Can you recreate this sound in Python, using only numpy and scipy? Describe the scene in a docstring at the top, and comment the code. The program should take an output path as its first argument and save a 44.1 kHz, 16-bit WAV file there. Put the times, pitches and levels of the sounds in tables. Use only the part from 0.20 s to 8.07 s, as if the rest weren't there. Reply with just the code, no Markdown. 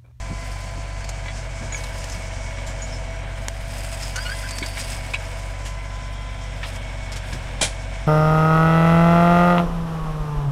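"""Timber crane loading brush

A four-cylinder tractor diesel booms and clatters in a field, sagging as it drives the crane's pump.
The pump sings and oil hisses through the valves; the grapple drops a bundle, then presses down a load
of brush, which crackles, snaps and creaks on the steel. Slack pins knock, dry joints squeak and wind
puffs; near the end the load gives with a crash."""
import sys
import numpy as np
from scipy import signal
from scipy.fft import rfft, irfft
from scipy.io import wavfile
from scipy.ndimage import uniform_filter1d

SR = 44100
rng = np.random.default_rng(int(sys.argv[2]) if len(sys.argv) > 2 else 0)


def generate_wav(sig):
    """Save sig (samples, or channels by samples) to the path in sys.argv[1] as 16-bit PCM at SR."""
    pcm = np.round(np.clip(np.atleast_2d(sig).T, -1, 1) * 32767).astype(np.int16)
    wavfile.write(sys.argv[1], SR, pcm)


N = 347067
TIME = np.arange(N) / SR


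# engine speed, drooping as the pump takes power: (time [s], firing rate [Hz])
ENGINE_SPEED = [(0, 48.07), (0.55, 48.36), (1.2, 47.47), (2.0, 47.08), (2.6, 46.92), (3.35, 47.78),
                (3.8, 47.73), (4.25, 48.1), (4.85, 47.18), (5.3, 47.4), (5.45, 48.15), (6.15, 48.36),
                (6.6, 47.08), (6.85, 47.04), (7.3, 46.6), (7.87, 47.5)]

def crankshaft():
    """The clock for engine and pump: four-stroke cycles turned, and the sag below mean firing rate."""
    firing_hz = np.interp(TIME, *np.transpose(ENGINE_SPEED))
    return np.cumsum(firing_hz) / SR / 4, firing_hz.mean() - firing_hz


# exhaust tones, the three of the boom first: (order [per cycle], level [dB])
EXHAUST_TONES = [(4, -31), (8, -37), (12, -51), (10, -49), (11, -45), (14, -56), (15, -57.5), (21, -54.5),
                 (42, -58), (77, -59), (48, -53), (54, -52), (55, -56), (63, -56)]

def exhaust(cycles, sag_hz, boom_waver=0.07, tone_waver=0.3, load_db_per_hz=2.2, timing_rad=0.05):
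    """Four uneven firings a cycle make a sawtooth boom; unequal cylinders add tones that grow on load."""
    out = np.zeros(N)
    firing = 2 * np.pi * 4 * cycles + timing_rad * wander(10)
    for row, (order, db) in enumerate(EXHAUST_TONES):
        angle = firing * round(order) / 4
        if row < 3:  # alternating signs build the sawtooth
            tone = (-1) ** row * np.sin(angle) * (1 + boom_waver * wander(10))
        else:
            tone = np.sin(angle + 2 * np.pi * rng.random()) * (1 + tone_waver * wander(1.9))
            tone *= amp(load_db_per_hz * sag_hz)
        out += amp(db) * np.sqrt(2) * tone
    return out


# EQ of the low rumble and of the block's clatter: (frequency [Hz], gain [dB])
RUMBLE_EQ = [(10, -10), (27, 4), (70, 3), (130, -6), (190, -6.5), (260, -8.5), (390, -16.5), (700, -56)]
BLOCK_EQ = [(250, -21.5), (400, -8.5), (520, 2), (650, 1.5), (900, 1), (1250, -6), (1900, -8.5), (2800, -8),
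            (4200, -13.5), (5500, -30), (9000, -19), (11000, -56), (16000, -53)]
# casing resonances: (centre [Hz], width [Hz], strength [dB])
CASING_PEAKS = [(1610, 266, 5), (2210, 460, 5.5), (3120, 230, -3.5)]

def clatter(cycles, sag_hz, block_db=-40.0, rumble_db=-41.0, beat=0.093, lope=0.046):
    """Combustion and valve gear shake the casing twice a firing, harder as load drags the speed down."""
    firing = 2 * np.pi * 4 * cycles
    strokes = 1 + beat * (np.cos(firing) + np.cos(2 * firing)) + lope * np.cos(2 * np.pi * cycles)
    block = colour(strokes * rng.standard_normal(N) * amp(0.82 * wander(34)), BLOCK_EQ, CASING_PEAKS)
    rumble = colour(strokes * rng.standard_normal(N), RUMBLE_EQ)
    return amp(block_db + 1.63 * sag_hz) * unit(block) + amp(rumble_db + 2.0 * sag_hz) * unit(rumble)


# crane cues: swing, slow, open the grapple, reach, lower, press, hold, bear down, follow the load
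# (start [s], hiss level [dB], pump gain [dB], overtone lift [dB], overtone jitter [rad])
CRANE_MOVES = [(0, -48.5, 1, 0.5, 0.17), (.8, -47.5, 1.5, -5.5, 0.42), (1.45, -46, 1.5, 0.5, 0.69),
               (2.45, -48.5, 4, -4, 0.36), (2.95, -53.5, 3, -7.5, 0.17), (3.85, -49.5, 0.5, 0, 0.25),
               (5.3, -52.5, -2, 4, 0.12), (6.25, -52.5, -1, -1.5, 0.65), (7.45, -50.5, 2, -4, .3)]

def valves(ease_s=0.19):
    """The valves hold each crane move's settings, then ease into the next."""
    starts, *settings = np.transpose(CRANE_MOVES)
    move = np.searchsorted(starts[1:], TIME)
    return [uniform_filter1d(setting[move], int(ease_s * SR)) for setting in settings]


# pump ripple (main tone first) and gear mesh, each with its nearest resonance:
# (order [per cycle], resonance [Hz], width [Hz], base level on resonance [dB])
PUMP_TONES = [(56, 666, 25, -47.5), (84, 1012, 35, -48.5), (112, 1348, 40, -60), (169, 2027, 17, -50)]
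GEAR_TONE = (189, 2233, 42, -49.5)

def hydraulics(cycles, hiss_waver_db=2.1, ripple_jitter=0.08, gear_follows_flow=0.7, gear_jitter=0.25):
    """Pump ripple sings with the load, its overtones rougher; gears whine and valves hiss with the flow."""
    hiss_db, load_db, lift_db, jitter = valves()
    ripple = whine(cycles, ripple_jitter, *PUMP_TONES[0])
    overtones = sum(whine(cycles, jitter, *row) for row in PUMP_TONES[1:])
    flow = amp(gear_follows_flow * (hiss_db - hiss_db.mean()))
    gears = flow * whine(cycles, gear_jitter, *GEAR_TONE)
    hiss = oil_hiss() * amp(hiss_db + hiss_waver_db * wander(8))
    return amp(load_db) * (ripple + amp(lift_db) * overtones) + gears + hiss


def whine(cycles, jitter, order, centre_hz, width_hz, db, waver_db_per_khz=1.3, flutter=0.08):
    """An engine-locked tone swells as the speed carries it through a resonance; high ones waver most."""
    turns = round(order) * cycles
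    detuning = 2 * (np.gradient(turns) * SR - centre_hz) / width_hz
    waver_db = waver_db_per_khz * centre_hz / 1000 * wander(4)
    level = amp(db + waver_db) * (1 + flutter * wander(30)) / np.sqrt(1 + detuning ** 2)
    return level * np.sqrt(2) * np.sin(2 * np.pi * turns + jitter * wander(23))


# bright EQ of the oil: (frequency [Hz], gain [dB])
OIL_EQ = [(1500, -26), (3500, -5.5), (5200, 8), (7600, 5.5), (9500, -4), (12000, -22.5), (16000, -43)]

def oil_hiss():
    """Oil rushes through the valves as a steady hiss."""
    return unit(colour(rng.standard_normal(N), OIL_EQ))


# narrow whistles, then one broad hiss: (start [s], end [s], pitch [Hz], half-width [Hz], level [dB])
WHISTLE_AND_HISS_BANDS = [(0, 1.308, 4470, 55, -56.5), (1.802, 3.04, 5736, 60, -57),
                          (5.497, 7.9, 5460, 60, -58.5), (5.801, 6.698, 3220, 45, -54.5),
                          (5.702, 7.94, 3465, 300, -53.5)]

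def whistles_and_hiss():
    """Breathy valve whistles, plus a broad engine hiss near 3.5 kHz towards the end."""
    out = np.zeros(N)
    for start, end, hz, width_hz, db in WHISTLE_AND_HISS_BANDS:
        t = np.arange(start, end, 1 / SR)
        angle = 2 * np.pi * hz * t
        band = wander(width_hz, len(t)) * np.cos(angle) + wander(width_hz, len(t)) * np.sin(angle)
        add(out, start, amp(db) * band * signal.windows.hann(len(t)) ** 0.043)
    return out


# pushes on the brush: (start [s], length [s], level [dB])
BRUSH_PUSHES = [(0.13, 0.34, -48.5), (1.52, 0.43, -45.5), (3.153, 0.52, -48), (3.473, 0.5, -40.5),
                (3.95, 0.57, -40), (4.52, 0.2, -34.5), (4.795, 0.5, -47), (6.404, 0.068, -41),
                (7.012, 0.098, -45)]

def crushing(attack_s=0.067, release_s=0.082, settling_db=-57):
    """The crackle's envelope: twigs take up each push, spring back and keep ticking faintly."""
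    power = np.full(N, amp(settling_db) ** 2)
    for start, length, db in BRUSH_PUSHES:
        t = np.arange(0, length + 10 * release_s, 1 / SR)
        attack = np.minimum(t / attack_s, 1)
        release = np.exp(-np.maximum(t - length, 0) / release_s)
        add(power, start, (amp(db) * attack * release) ** 2)
    return np.sqrt(power)


# EQ of the crackle: (frequency [Hz], gain [dB])
TWIG_EQ = [(300, -1), (1200, 1.5), (2400, 7.5), (3800, 2.5), (5000, 3.5), (6800, -0.5), (9000, 0),
           (11500, -5), (16000, -14.5)]
# steady treble peaks in the crackle, from ground reflection: (centre [Hz], width [Hz], strength [dB])
GROUND_PEAKS = [(5110, 490, -3), (8340, 980, -0.82)]

def brush(bands=11, band_cracks_per_s=250, spread_db=3.0, width_hz=1300, clump_db=2.0):
    """Countless twigs crack, each thickness at its own pitch; the branches around scatter the cracks."""
    cracks = np.zeros(N)
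    radius = np.exp(-np.pi * width_hz / SR)  # a ring of a few cycles
    for hz in np.linspace(700, 15000, bands):
        chance = rng.random(N) * SR / band_cracks_per_s
        at = np.flatnonzero(chance < 1)
        clicks = np.zeros(N)
        clicks[at] = (-1.) ** at * amp(spread_db * np.minimum(-np.log(chance[at]), 4))
        spray = scattered(clicks, share=1.0, t60=0.09)
        turn = radius * np.cos(2 * np.pi * hz / SR)
        cracks += signal.lfilter([1, -turn], [1, -2 * turn, radius ** 2], spray)
    return unit(colour(cracks, TWIG_EQ, GROUND_PEAKS)) * crushing() * amp(clump_db * wander(23))


# dry wood snapping: (time [s], peak [dB], splinter t60 [s], stick ring [Hz])
WOOD_SNAPS = [(0.844, -22.5, 0.047, 4940), (0.891, -16, 0.049, 6600), (1.6375, -19, 0.047, 4030),
              (1.842, -18.5, 0.027, 4900), (1.899, -19, .02, 6260), (2.466, -23, 0.18, 7220),
              (3.2843, -4.2, 0.0058, 7000), (3.6453, -20.5, 0.046, 1680), (3.823, -17, 0.14, 5160),
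              (3.9594, -12, 0.064, 6300), (4.2883, -18, 0.063, 4850), (4.3088, -14, 0.04, 8200),
              (4.3854, -11.5, .03, 5100), (4.4614, -15, 0.048, 4900), (4.609, -18, 0.093, 8200),
              (4.7205, -17, 0.027, 5160), (4.935, -21, 0.079, 2440), (5.453, -20.5, 0.22, 3080),
              (6.5606, -21.5, 0.043, 3210), (6.9195, -19.5, 0.11, 5140), (6.9604, -18, 0.11, 3280),
              (7.13, -21, 0.065, 5120)]
# EQ of splitting wood: (frequency [Hz], gain [dB])
SPLIT_EQ = [(100, 5), (400, -1), (1500, 3), (2400, 3.5), (3400, -2), (4400, 1.5), (7400, 2.5),
            (10000, -6.5), (13000, -15), (16000, -45)]

def snaps(ring_width_hz=380, ring_db=6.5):
    """Branches break with a bright, dry crack; each stick rings briefly at its own pitch."""
    out = np.zeros(N)
    for s, db, t60, stick_hz in WOOD_SNAPS:
        crack = colour(fracture(t60), SPLIT_EQ, [(stick_hz, ring_width_hz, ring_db)])
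        add(out, s, amp(db) * crack / abs(crack).max())
    return out


# branches slipping:
# (start [s], length [s], pitch [Hz], level [dB], rasp [0-1], 2nd harmonic [dB], 3rd harmonic [dB])
BRANCH_CREAKS = [(3.949, 0.024, 1440, -33.5, .008, -5, -12), (3.965, 0.044, 1540, -28.5, 0.035, -16, -12),
                 (3.998, 0.046, 1630, -35.5, .03, -4, 2.5), (4.044, 0.048, 1455, -33.5, .005, -1.5, -7),
                 (4.076, 0.034, 1480, -32, .01, -20, -10), (4.104, 0.046, 1620, -30, .008, -15, -12),
                 (4.223, 0.059, 1565, -34.5, .045, -12, -18), (4.935, 0.017, 2490, -21, .05, -24, -20)]

def creaks(rise=0.075, shudder_db=2.4, edges=0.6, scrape=0.16):
    """Wood sticks and slips on steel, shuddering, scraping and rising in pitch as the branch tightens."""
    out = np.zeros(N)
    for start, length, hz, db, rasp, second_db, third_db in BRANCH_CREAKS:
        size = int(length * SR)
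        angle = slip(hz * (1 + rise * np.linspace(-.5, .5, size)), rasp)
        tone = np.sin(angle) + amp(second_db) * np.sin(2 * angle) + amp(third_db) * np.sin(3 * angle)
        friction = 1 + scrape * wander(hz / 2, size)
        creak = tone * friction * amp(shudder_db * wander(150, size))
        add(out, start, amp(db) * unit(creak) * signal.windows.tukey(size, edges))
    return scattered(out, share=0.3, t60=0.05)


# EQ of the load tearing: (frequency [Hz], gain [dB])
CRASH_EQ = [(220, 1), (380, -13), (490, 2), (880, 3), (1350, -5), (2400, 1), (2850, -6), (3200, 0.5),
            (4300, -2.5), (8000, -1.5), (10200, -4), (11200, -20), (16000, -37)]
# grapple hits on the trailer frame: (time [s], gain [dB])
FRAME_HITS = [(7.414, -1), (7.427, -1)]
# the frame's clang: (pitch [Hz], level [dB], t60 [s])
FRAME_MODES = [(624, -29, .15), (2148, -35, .17), (2385, -26, .09), (3176, -22, .11), (3262, -23, .11),
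               (3876, -31.5, .14), (3967, -33, .14), (7700, -31, .09)]

def crash(start=7.41, db=-19.3, rise_s=0.005, hold_s=0.03, t60=0.16, echo_db=-24, echo_t60=0.76):
    """The load splinters, echoing faintly off brush and trees, and the grapple clangs on the trailer."""
    out, size = np.zeros(N), 22000
    t = TIME[:size]
    tearing = rng.standard_normal(size) * amp(4.0 * rng.standard_normal(size) + wander(400, size))
    attack = np.minimum(t / rise_s, 1)
    decay = amp(-60 * np.maximum(t - hold_s, 0) / t60) + amp(echo_db - 60 * t / echo_t60)
    add(out, start, amp(db) * attack * decay * unit(colour(tearing, CRASH_EQ)))
    for s, hit_db in FRAME_HITS:
        add(out, s, amp(hit_db) * ringing(FRAME_MODES))
    return out


# crane and grapple knocks: (time [s], peak [dB], rattle t60 [s], part ring [Hz], tilt [dB/octave])
CRANE_KNOCKS = [(1.058, -24, 0.018, 2010, -3), (1.0804, -22.5, 0.05, 2010, 4),
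                (1.522, -26.5, .045, 2120, 1), (1.5442, -17.5, .025, 2225, -1),
                (2.3807, -26, 0.08, 2130, -1), (4.425, -17.5, 0.08, 2230, -3),
                (4.571, -20.5, 0.079, 2190, -1), (4.9365, -17, 0.05, 2410, 0), (4.953, -21, 0.019, 2480, 0),
                (6.4295, -20, 0.14, 1846, -1), (7.125, -26, 0.092, 1680, -2)]
# ring of the crane steel: (pitch [Hz], relative level [dB], t60 [s])
STEEL_MODES = [(1000, -4, 0.066), (1674, -4.5, 0.081), (2275, 3.5, 0.069), (3390, -12.5, 0.15),
               (3896, -7.5, .06)]

def knocks(rattle_gain=9.0, rebound=0.6, part_db=4, part_t60=0.073, seat_s=0.002):
    """Slack pins and tines seat, rebound and rattle, ringing the steel; hard contacts ring brighter."""
    out = np.zeros(N)
    rattle_band = signal.butter(3, [800, 3800], "band", fs=SR)
    for s, db, t60, part_hz, tilt in CRANE_KNOCKS:
        modes = [*STEEL_MODES, (part_hz, part_db, part_t60)]
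        ring = ringing([(hz, level + tilt * np.log2(hz / part_hz), decay) for hz, level, decay in modes])
        add(ring, t60 * rng.uniform(0.05, .15), rebound * ring)
        rattle = signal.lfilter(*rattle_band, fracture(t60, first=1))
        attack = np.minimum(TIME[:len(ring)] / seat_s, 1)
        knock = attack * (unit(ring) + rattle_gain * t60 * unit(rattle))
        add(out, s, amp(db) * knock / abs(knock).max())
    return out


# bumps on the trailer bed: (time [s])
BED_BUMPS = [4.42, 7.415]
# the bed's low ring: (pitch [Hz], level [dB], t60 [s])
BED_MODES = [(208, -35, .1), (290, -26.5, 0.079), (358, -31, 0.073)]

def bumps():
    """The load thuds on the trailer bed."""
    out = np.zeros(N)
    for s in BED_BUMPS:
        add(out, s, ringing(BED_MODES))
    return out


# joint squeaks: (start [s], length [s], start pitch [Hz], glide [Hz/s], level [dB], rasp [0-1])
JOINT_SQUEAKS = [(1.522, 0.042, 6850, -5500, -29, .011), (1.548, 0.055, 6700, -10000, -34, 0.04),
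                 (1.919, 0.022, 6280, 0, -33, 0.09), (2.619, 0.043, 6810, 1200, -31.5, 0.02),
                 (2.724, .06, 5300, -1200, -37.5, 0.02), (4.295, 0.38, 4564, 0, -39.5, .005)]

def squeaks(fade_db=-14, edges=0.12):
    """Dry joints give squeaks, pure or scratchy, that catch quickly and fade."""
    out = np.zeros(N)
    for start, length, hz, glide, db, rasp in JOINT_SQUEAKS:
        t = np.arange(0, length, 1 / SR)
        tone = np.sin(slip(hz + glide * t, rasp))
        envelope = amp(db + fade_db * t / length) * signal.windows.tukey(len(t), edges)
        add(out, start, envelope * unit(tone))
    return out


# puffs of wind: (centre time [s], peak [dB], length [s])
WIND_PUFFS = [(0.115, -21, .06), (0.581, -26.5, 0.058), (1.44, -29, .1), (1.979, -30, 0.095),
              (7.149, -26, .09)]

def wind(band_hz=(35, 190)):
    """Wind buffets the microphone in brief, low puffs."""
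    out = np.zeros(N)
    low_band = signal.butter(2, band_hz, "band", fs=SR)
    for s, db, length in WIND_PUFFS:
        window = signal.windows.hann(int(length * SR))
        puff = signal.lfilter(*low_band, rng.standard_normal(len(window))) * window
        add(out, s - length / 2, amp(db) * puff / abs(puff).max())
    return out


def fracture(t60, first=5.9, grain_db=3, swell=0.025, size=13000):
    """A first break, then a run of uneven small ones that swells quickly and dies."""
    t = TIME[:size]
    run = rng.standard_normal(size) * amp(grain_db * rng.standard_normal(size) - 60 * t / t60)
    run *= 1 - np.exp(-t / (swell * t60))
    run[0] = first
    return run


def slip(hz, rasp):
    """Phase of a stick-slip vibration whose pitch scatters by the share rasp."""
    return 2 * np.pi * np.cumsum(hz * (1 + rasp * wander(370, len(hz)))) / SR


def ringing(modes, size=13000):
    """Free decay of struck modes."""
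    t = TIME[:size]
    return sum(amp(db - 60 * t / t60) * np.sin(2 * np.pi * hz * t) for hz, db, t60 in modes)


def scattered(x, share, t60, size=4000):
    """The sound plus a dense, brief spray of reflections from brush and trailer."""
    echoes = rng.standard_normal(size) * amp(-60 * TIME[:size] / t60)
    echoes *= share / np.linalg.norm(echoes)
    echoes[0] = 1
    return signal.oaconvolve(x, echoes / np.linalg.norm(echoes))[:len(x)]


def colour(x, eq, peaks=(), size=4096):
    """Minimum-phase EQ with peaks on top."""
    f = np.fft.rfftfreq(size, 1 / SR)
    hz, db = np.transpose(eq)
    gain = amp(np.interp(np.log(f + 1), np.log(hz), db))
    gain *= 1 + sum(amp(lift) / (1 + (2 * (f - centre) / width) ** 2) for centre, width, lift in peaks)
    log_gain = np.log(np.r_[gain, gain[-2:0:-1]])
    taps = np.fft.ifft(np.exp(signal.hilbert(log_gain).conj())).real
    return signal.oaconvolve(x, taps[:size // 2])[:len(x)]


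def wander(hz, size=N):
    """Random drift of rms 1, up to about hz."""
    rate, count = 2048, 16384
    f = np.fft.rfftfreq(count, 1 / rate)
    slow = unit(irfft(rfft(rng.standard_normal(count)) / (1 + (f / hz) ** 2), count))
    return np.interp(TIME[:size], np.arange(count) / rate, slow)


def amp(db):
    """Decibels to gain."""
    return 10 ** (np.asarray(db) / 20)


def unit(x):
    """Scales to rms 1."""
    return x / np.sqrt(np.mean(x ** 2) + 1e-20)


def add(mix, s, sound):
    """Mixes a sound in at time s."""
    part = mix[max(round(s * SR), 0):][:len(sound)]
    part += sound[:len(part)]


def scene():
    """Tractor, crane and brush in the open air, in mono."""
    cycles, sag_hz = crankshaft()
    engine = exhaust(cycles, sag_hz) + clatter(cycles, sag_hz)
    machinery = engine + hydraulics(cycles) + whistles_and_hiss() + knocks() + squeaks()
    wood = brush() + snaps() + creaks() + crash() + bumps()
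    return (machinery + wood + wind())[None]


def record(dry):
    """A steep high cut at 15.9 kHz."""
    high_cut = signal.firwin(511, 15900, window=("kaiser", 9), fs=SR)
    return signal.oaconvolve(dry, high_cut[None], "same")


dry = scene()
out = record(dry)
generate_wav(out)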